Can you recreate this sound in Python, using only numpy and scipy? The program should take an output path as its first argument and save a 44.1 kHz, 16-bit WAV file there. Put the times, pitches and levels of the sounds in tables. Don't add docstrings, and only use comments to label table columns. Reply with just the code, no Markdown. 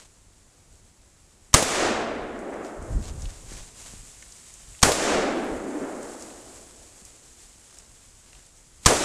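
import sys
import numpy as np
from scipy import signal
from scipy.fft import rfft, irfft, next_fast_len
from scipy.io import wavfile
from scipy.ndimage import uniform_filter1d, minimum_filter1d

SR = 44100
rng = np.random.default_rng(int(sys.argv[2]) if len(sys.argv) > 2 else 0)


def file_out(sig):
    cols = np.atleast_2d(sig).T
    lim = np.clip(cols, -1, 1)
    pcm = np.round(lim * 32767).astype(np.int16)
    wavfile.write(sys.argv[1], SR, pcm)


N = 398663
T = np.arange(N) / SR


def amp(db):
    return 10 ** (np.asarray(db) / 20)

def add(out, s, x):
    start = int(s * SR)
    out[start:start + len(x)] += x[:N - start]

def over_hz(rows, hz):
    at, value = np.transpose(rows)
    return np.interp(np.log(hz + 1), np.log(at), value)

def colour(x, db_at):
    size = next_fast_len(len(x))
    eq = amp(db_at(np.fft.rfftfreq(size, 1 / SR)))
    y = irfft(rfft(x, size) * eq, size)[:len(x)]
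    return y / np.std(y)

def grains(spectrum, size, spread_db=0):
    clicks = rng.standard_normal(size)
    clicks *= amp(spread_db * np.minimum(rng.exponential(size=size), 2 * np.pi))
    return colour(clicks, lambda hz: over_hz(spectrum, hz))

def band(size, centre_hz, octaves, dull_hz=np.inf):
    def eq_db(hz):
        bell = 1 / (1 + (np.log2((hz + 1) / centre_hz) / octaves) ** 2)
        return 20 * np.log10(bell ** 2 / (1 + (hz / dull_hz) ** 6))
    return colour(rng.standard_normal(size), eq_db)

def burst(db, centre_hz, octaves, decay_s):
    t = T[:SR // 4]
    ring = band(len(t), centre_hz, octaves, dull_hz=10000)
    knock = ring * np.exp(-t / decay_s) * (1 - np.exp(-t / 0.00018))
    return amp(db) * knock * np.sqrt(decay_s * SR / 2 / np.sum(knock ** 2))

def wander(rate_hz, size):
    knots = rng.standard_normal(size // 20)
    return np.interp(T[:size] * rate_hz, np.arange(len(knots)), knots)

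def swells(rows):
    return sum(amp(db) / (1 + ((T - peak_s) / half_s) ** 4) for peak_s, db, half_s in rows)

def wave(t, peak_s, rise_db_per_s, fall_db_per_s):
    return amp(np.minimum(rise_db_per_s * (t - peak_s), fall_db_per_s * (peak_s - t)))

def linger(t, hold_s, fall_db_per_s):
    return amp(-fall_db_per_s * np.maximum(t - hold_s, 0))


# frequency in Hz, relative level in dB.
AMBIENCE_EQ = [(35, -31), (60, 2.5), (152, -7), (305, -8), (849, -14.5), (1590, -18.5), (1740, -18.5),
               (3340, -23.5), (7900, -17.5), (9510, -26.5), (11200, -31), (12000, -35.5), (15500, -41.5)]
def ambience(db=-60.5):
    return grains(AMBIENCE_EQ, N) * amp(db + .5 * wander(5.5, N))

# frequency in Hz, relative level in dB.
WIND_EQ = [(15, -6.5), (35, 6), (70, -1.5), (120, -6.5), (200, -17), (400, -28.5), (1500, -79)]
# peak in seconds, level in dB, half length in seconds.
GUST_SWELLS = [(.74, -58, 0.026), (2.27, -50.5, .06), (2.81, -37, 0.023), (2.96, -27.5, 0.059),
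               (3.1, -32.5, .06), (3.235, -36.5, .085), (3.54, -45, .13), (4.0, -53, 0.088),
               (4.7, -56, .12), (5.54, -45, .06)]
def wind(breeze_db=-59):
    return grains(WIND_EQ, N) * (amp(breeze_db) + swells(GUST_SWELLS)) * amp(2.8 * wander(25, N))

def whine(hz=10970, db=-78):
    return np.sqrt(2) * amp(db) * np.sin(2 * np.pi * hz * T)

def movement(start_s=2.26, attack_s=0.95, hold_s=3.13, release_s=4.54):
    return np.interp(T, np.cumsum([start_s, attack_s, hold_s, release_s]), [0, 1, 1, 0])

# frequency in Hz, relative level in dB.
RUSTLE_EQ = [(200, -8), (700, -10), (1500, -10.5), (2400, -9.5), (4000, -9.5), (5800, -6.5), (7000, -0.5),
             (8000, -0.5), (10900, -12.5), (12900, -24.5), (15500, -33)]
# peak in seconds, level in dB, half length in seconds.
SLEEVE_SWELLS = [(3.88, -51, 0.077), (4.65, -65, 0.3), (6.14, -55, 0.133), (6.58, -58, 0.043),
                 (7.08, -59, 0.017), (7.44, -62, .04), (8.845, -53, 0.012)]
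def rustle(rest_db=-62.5, moving_db=-50.5):
    level = amp(rest_db + (moving_db - rest_db) * movement()) + swells(SLEEVE_SWELLS)
    return grains(RUSTLE_EQ, N, spread_db=2.5) * level * amp(1.1 * wander(30, N))

# frequency in Hz, relative level in dB.
LEAF_EQ = [(150, 4), (600, 4), (2000, 1), (4500, 1), (7500, 5.5), (10000, -5), (13000, -18), (15500, -29)]
# peak in seconds, level in dB, half length in seconds.
STEP_SWELLS = [(0.007, -50.5, 0.047), (2.67, -49, 0.026), (3.067, -46.5, 0.05), (3.305, -50, 0.084),
               (3.56, -43.5, 0.077), (3.84, -50.5, 0.097), (7.77, -54, 0.081), (8.34, -57, 0.1)]
def footsteps(crackle_db=-7):
    crunch = grains(LEAF_EQ, N, spread_db=4) * amp(4.9 * np.minimum(wander(110, N), 2) - 5.0)
    crackle = grains(LEAF_EQ, N) * amp(6 * np.minimum(wander(700, N), np.e))
    return swells(STEP_SWELLS) * (crunch + amp(crackle_db) * crackle)

def hammer():
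    return burst(db=-30.5, centre_hz=4500, octaves=10.0, decay_s=0.0051)

# frequency in Hz, relative level in dB.
CRACK_EQ = [(150, -11), (500, -1), (800, 3), (1100, 8), (1500, -1), (3000, -3), (5000, 0.5), (6500, 1.5),
            (8500, 3), (10500, -13), (13000, -22), (15500, -40)]
def muzzle_blast(crack_db=6.0, length_s=0.0091, port_hz=6200, port_db=10, suction_db=7.5, rebound_db=-10):
    t = T[:SR // 10]
    crack = grains(CRACK_EQ, len(t)) * (1 - np.exp(-t / 0.000724)) / (1 + (t / length_s) ** 12)
    swell = t / 0.000323
    port = np.sin(2 * np.pi * port_hz * t) * swell * np.exp(1 - swell)
    suction = amp(suction_db) * np.exp(-((t - .0043) / 0.0017) ** 2)
    rebound = amp(rebound_db) * np.exp(-((t - .012) / .007) ** 2)
    return amp(crack_db) * crack + amp(port_db) * port - suction + rebound

# frequency in Hz, relative level in dB.
THICKET_EQ = [(60, 3.5), (300, 3.5), (900, 0.5), (1600, -1), (2600, -7), (4500, -9.5), (7500, -6.5),
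              (10000, -13.5), (13000, -29), (15500, -37)]
def thicket(db=-2, decay_s=0.05):
    t = T[:SR // 2]
    return amp(db) * grains(THICKET_EQ, len(t)) * np.exp(-t / decay_s) * (1 - np.exp(-t / 0.0032))

# frequency in Hz, relative level in dB.
ECHO_EQ = [(30, -9), (130, -13.5), (200, -15), (300, -3), (650, -1.5), (950, -7.5), (1300, -6.5),
           (2200, -9.5), (4200, -10.5), (7500, -2.5), (10000, -8.5), (12500, -20.5), (15500, -37.5)]
# frequency in Hz, loss in dB per second.
ECHO_LOSS = [(100, 9), (400, 4), (1000, 5), (2000, 10), (4000, 28), (7000, 54), (14000, 98)]
def wood_echo(trunks_db=-10, slope_db=-23, patchy_db=0.5):
    t = T[:int(np.pi * SR)]
    hz, delay_s, frames = signal.stft(grains(ECHO_EQ, len(t)), SR, nperseg=512)
    loss_db = np.outer(over_hz(ECHO_LOSS, hz), delay_s)
    echo = signal.istft(frames * amp(-loss_db), SR)[1][:len(t)]
    trunks = amp(trunks_db) * linger(t, hold_s=0.21, fall_db_per_s=29)
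    slope = amp(slope_db) * wave(t, peak_s=1.048, rise_db_per_s=35, fall_db_per_s=19.5)
    return echo * np.hypot(trunks, slope) * amp(patchy_db * wander(110, len(t)))

# frequency in Hz before the pitch shift, relative level in dB.
ROLL_EQ = [(60, -45.5), (120, -32.5), (165, -13), (220, -2), (310, 1.5), (420, -2.5), (570, -5),
           (780, -8.5), (1050, -28.5), (3000, -79.5)]
def roll(near_db, far_db, pitch, patchy_db=1.0):
    t = T[:int(np.pi * SR)]
    spectrum = [(hz * pitch, db) for hz, db in ROLL_EQ]
    near = amp(near_db) * linger(t, hold_s=0.37, fall_db_per_s=21.5)
    far = amp(far_db) * wave(t, peak_s=1.01, rise_db_per_s=22, fall_db_per_s=37)
    return grains(spectrum, len(t)) * np.hypot(near, far) * amp(patchy_db * wander(35.62, len(t)))

def near_bank():
    t = T[:SR // 2]
    body = band(len(t), centre_hz=520, octaves=0.93)
    return body * wave(t, peak_s=0.051, rise_db_per_s=700, fall_db_per_s=257)

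# frequency in Hz, relative level in dB, seconds to fade by 60 dB.
SHELL_PARTIALS = [(6560, -4, .25), (9320, 1, 0.17)]
def shell():
    t = T[:SR // 2]
    return sum(amp(db - 60 * t / t60) * np.sin(2 * np.pi * hz * t) for hz, db, t60 in SHELL_PARTIALS)

# start in seconds; trims in dB for blast, near bank, wood echo, near roll
# and far roll; the roll's pitch ratio; the shell's trim in dB.
SHOT_CUES = [(1.5403, -0.5, -12.5, -2, -31, -35, 0.98, -12), (4.828, -3, -8, -2.3, -25.5, -36, 1.0, -20),
             (8.8594, -2, -7, -0.5, -22, -34, 0.9, -27)]
def gunshots(hammer_lead_s=0.0088, eject_s=.026):
    out = np.zeros(N)
    for s, blast_db, bank_db, wood_db, near_db, far_db, pitch, shell_db in SHOT_CUES:
        add(out, s - hammer_lead_s, hammer())
        add(out, s, amp(blast_db) * muzzle_blast())
        add(out, s, thicket())
        add(out, s, amp(bank_db) * near_bank())
        add(out, s, amp(wood_db) * wood_echo())
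        add(out, s, roll(near_db, far_db, pitch))
        add(out, s + eject_s, amp(shell_db) * shell())
    add(out, 2.39, amp(-60) * shell())
    return out

# start in seconds, trim in dB.
BOLT_CUES = [(1.625, -7.5), (4.918, -7.5)]
def bolt():
    out = np.zeros(N)
    for s, db in BOLT_CUES:
        clack = burst(db=-1.5, centre_hz=6000, octaves=5.9, decay_s=0.0097)
        thump = burst(db=4.5, centre_hz=430, octaves=0.68, decay_s=0.0028)
        add(out, s, amp(db) * (clack + thump))
    return out

# start in seconds, level in dB, band centre in Hz.
TWIG_CUES = [(2.39, -46, 8000), (2.54, -49, 6500), (2.825, -43.5, 7500), (3.22, -37, 5970),
             (4.224, -41, 6500), (4.322, -38, 6000), (4.539, -39, 8000), (5.443, -48, 13000),
             (6.03, -38, 8000), (6.207, -41, 6500), (6.223, -35, 7200), (7.051, -38.5, 8040),
             (7.786, -37.5, 7700)]
def twigs(faint_max_per_s=8.6, faint_max_db=-49, octaves=0.74, decay_s=0.0037):
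    out = np.zeros(N)
    for s, db, hz in TWIG_CUES:
        add(out, s, burst(db, hz, octaves, decay_s))
    busy = movement()
    for when, luck, strength in rng.random((int(faint_max_per_s * N / SR), 3)):
        if luck < busy[int(when * N)]:
            add(out, when * N / SR, strength * burst(faint_max_db, 7000, octaves, decay_s))
    return out

# start in seconds, level in dB, band centre in Hz.
GEAR_CUES = [(3.255, -39.5, 3270), (4.225, -40.5, 1820), (4.748, -46.5, 2200), (4.792, -44, 2800),
             (6.301, -46, 2300), (8.33, -48, 2430), (8.351, -49, 2980)]
def gear():
    out = np.zeros(N)
    for s, db, hz in GEAR_CUES:
        add(out, s, burst(db, hz, octaves=.55, decay_s=0.0035))
    return out

# start in seconds, level in dB.
HEEL_CUES = [(3.518, -35), (3.935, -40), (4.03, -50), (7.02, -46.5)]
def heels():
    out = np.zeros(N)
    for s, db in HEEL_CUES:
        add(out, s, burst(db, centre_hz=185, octaves=1.0, decay_s=0.006))
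    return out

# peak in seconds, level in dB, half length in seconds.
SLAP_SWELLS = [(5.7, -31, 0.017), (5.77, -31, 0.016), (5.835, -28, .02)]
def slapback():
    return swells(SLAP_SWELLS) * band(N, centre_hz=295, octaves=0.47)


def scene():
    gun = gunshots() + bolt() + slapback()
    shooter = rustle() + footsteps() + twigs() + gear() + heels()
    background = ambience() + wind() + whine()
    return np.tile(gun + shooter + background, (2, 1))

def gain_control(x, threshold_db=-14, range_db=12, hold_s=0.085, release_db_per_s=58, ahead_s=0.0014):
    power = signal.lfilter([1 / 128], [1, 1 / 128 - 1], x[0] ** 2)
    cut_db = np.clip(10 * np.log10(power + 1e-12) - threshold_db, 0, range_db)
    size = 2 * int(hold_s * SR / 2) + 1
    held_db = -minimum_filter1d(-cut_db, size, origin=size // 2)
    released_db = np.maximum.accumulate(held_db + release_db_per_s * T) - release_db_per_s * T
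    smooth_db = uniform_filter1d(released_db, size=64)
    return x * amp(-np.interp(T + ahead_s, T, smooth_db))

def record(dry, top_hz=15500):
    clipped = np.clip(gain_control(dry), -.85, .85)
    lowpass = signal.ellip(12, .2, 90, top_hz, fs=SR, output="sos")
    return signal.sosfilt(lowpass, clipped)


dry = scene()
out = record(dry)
file_out(out)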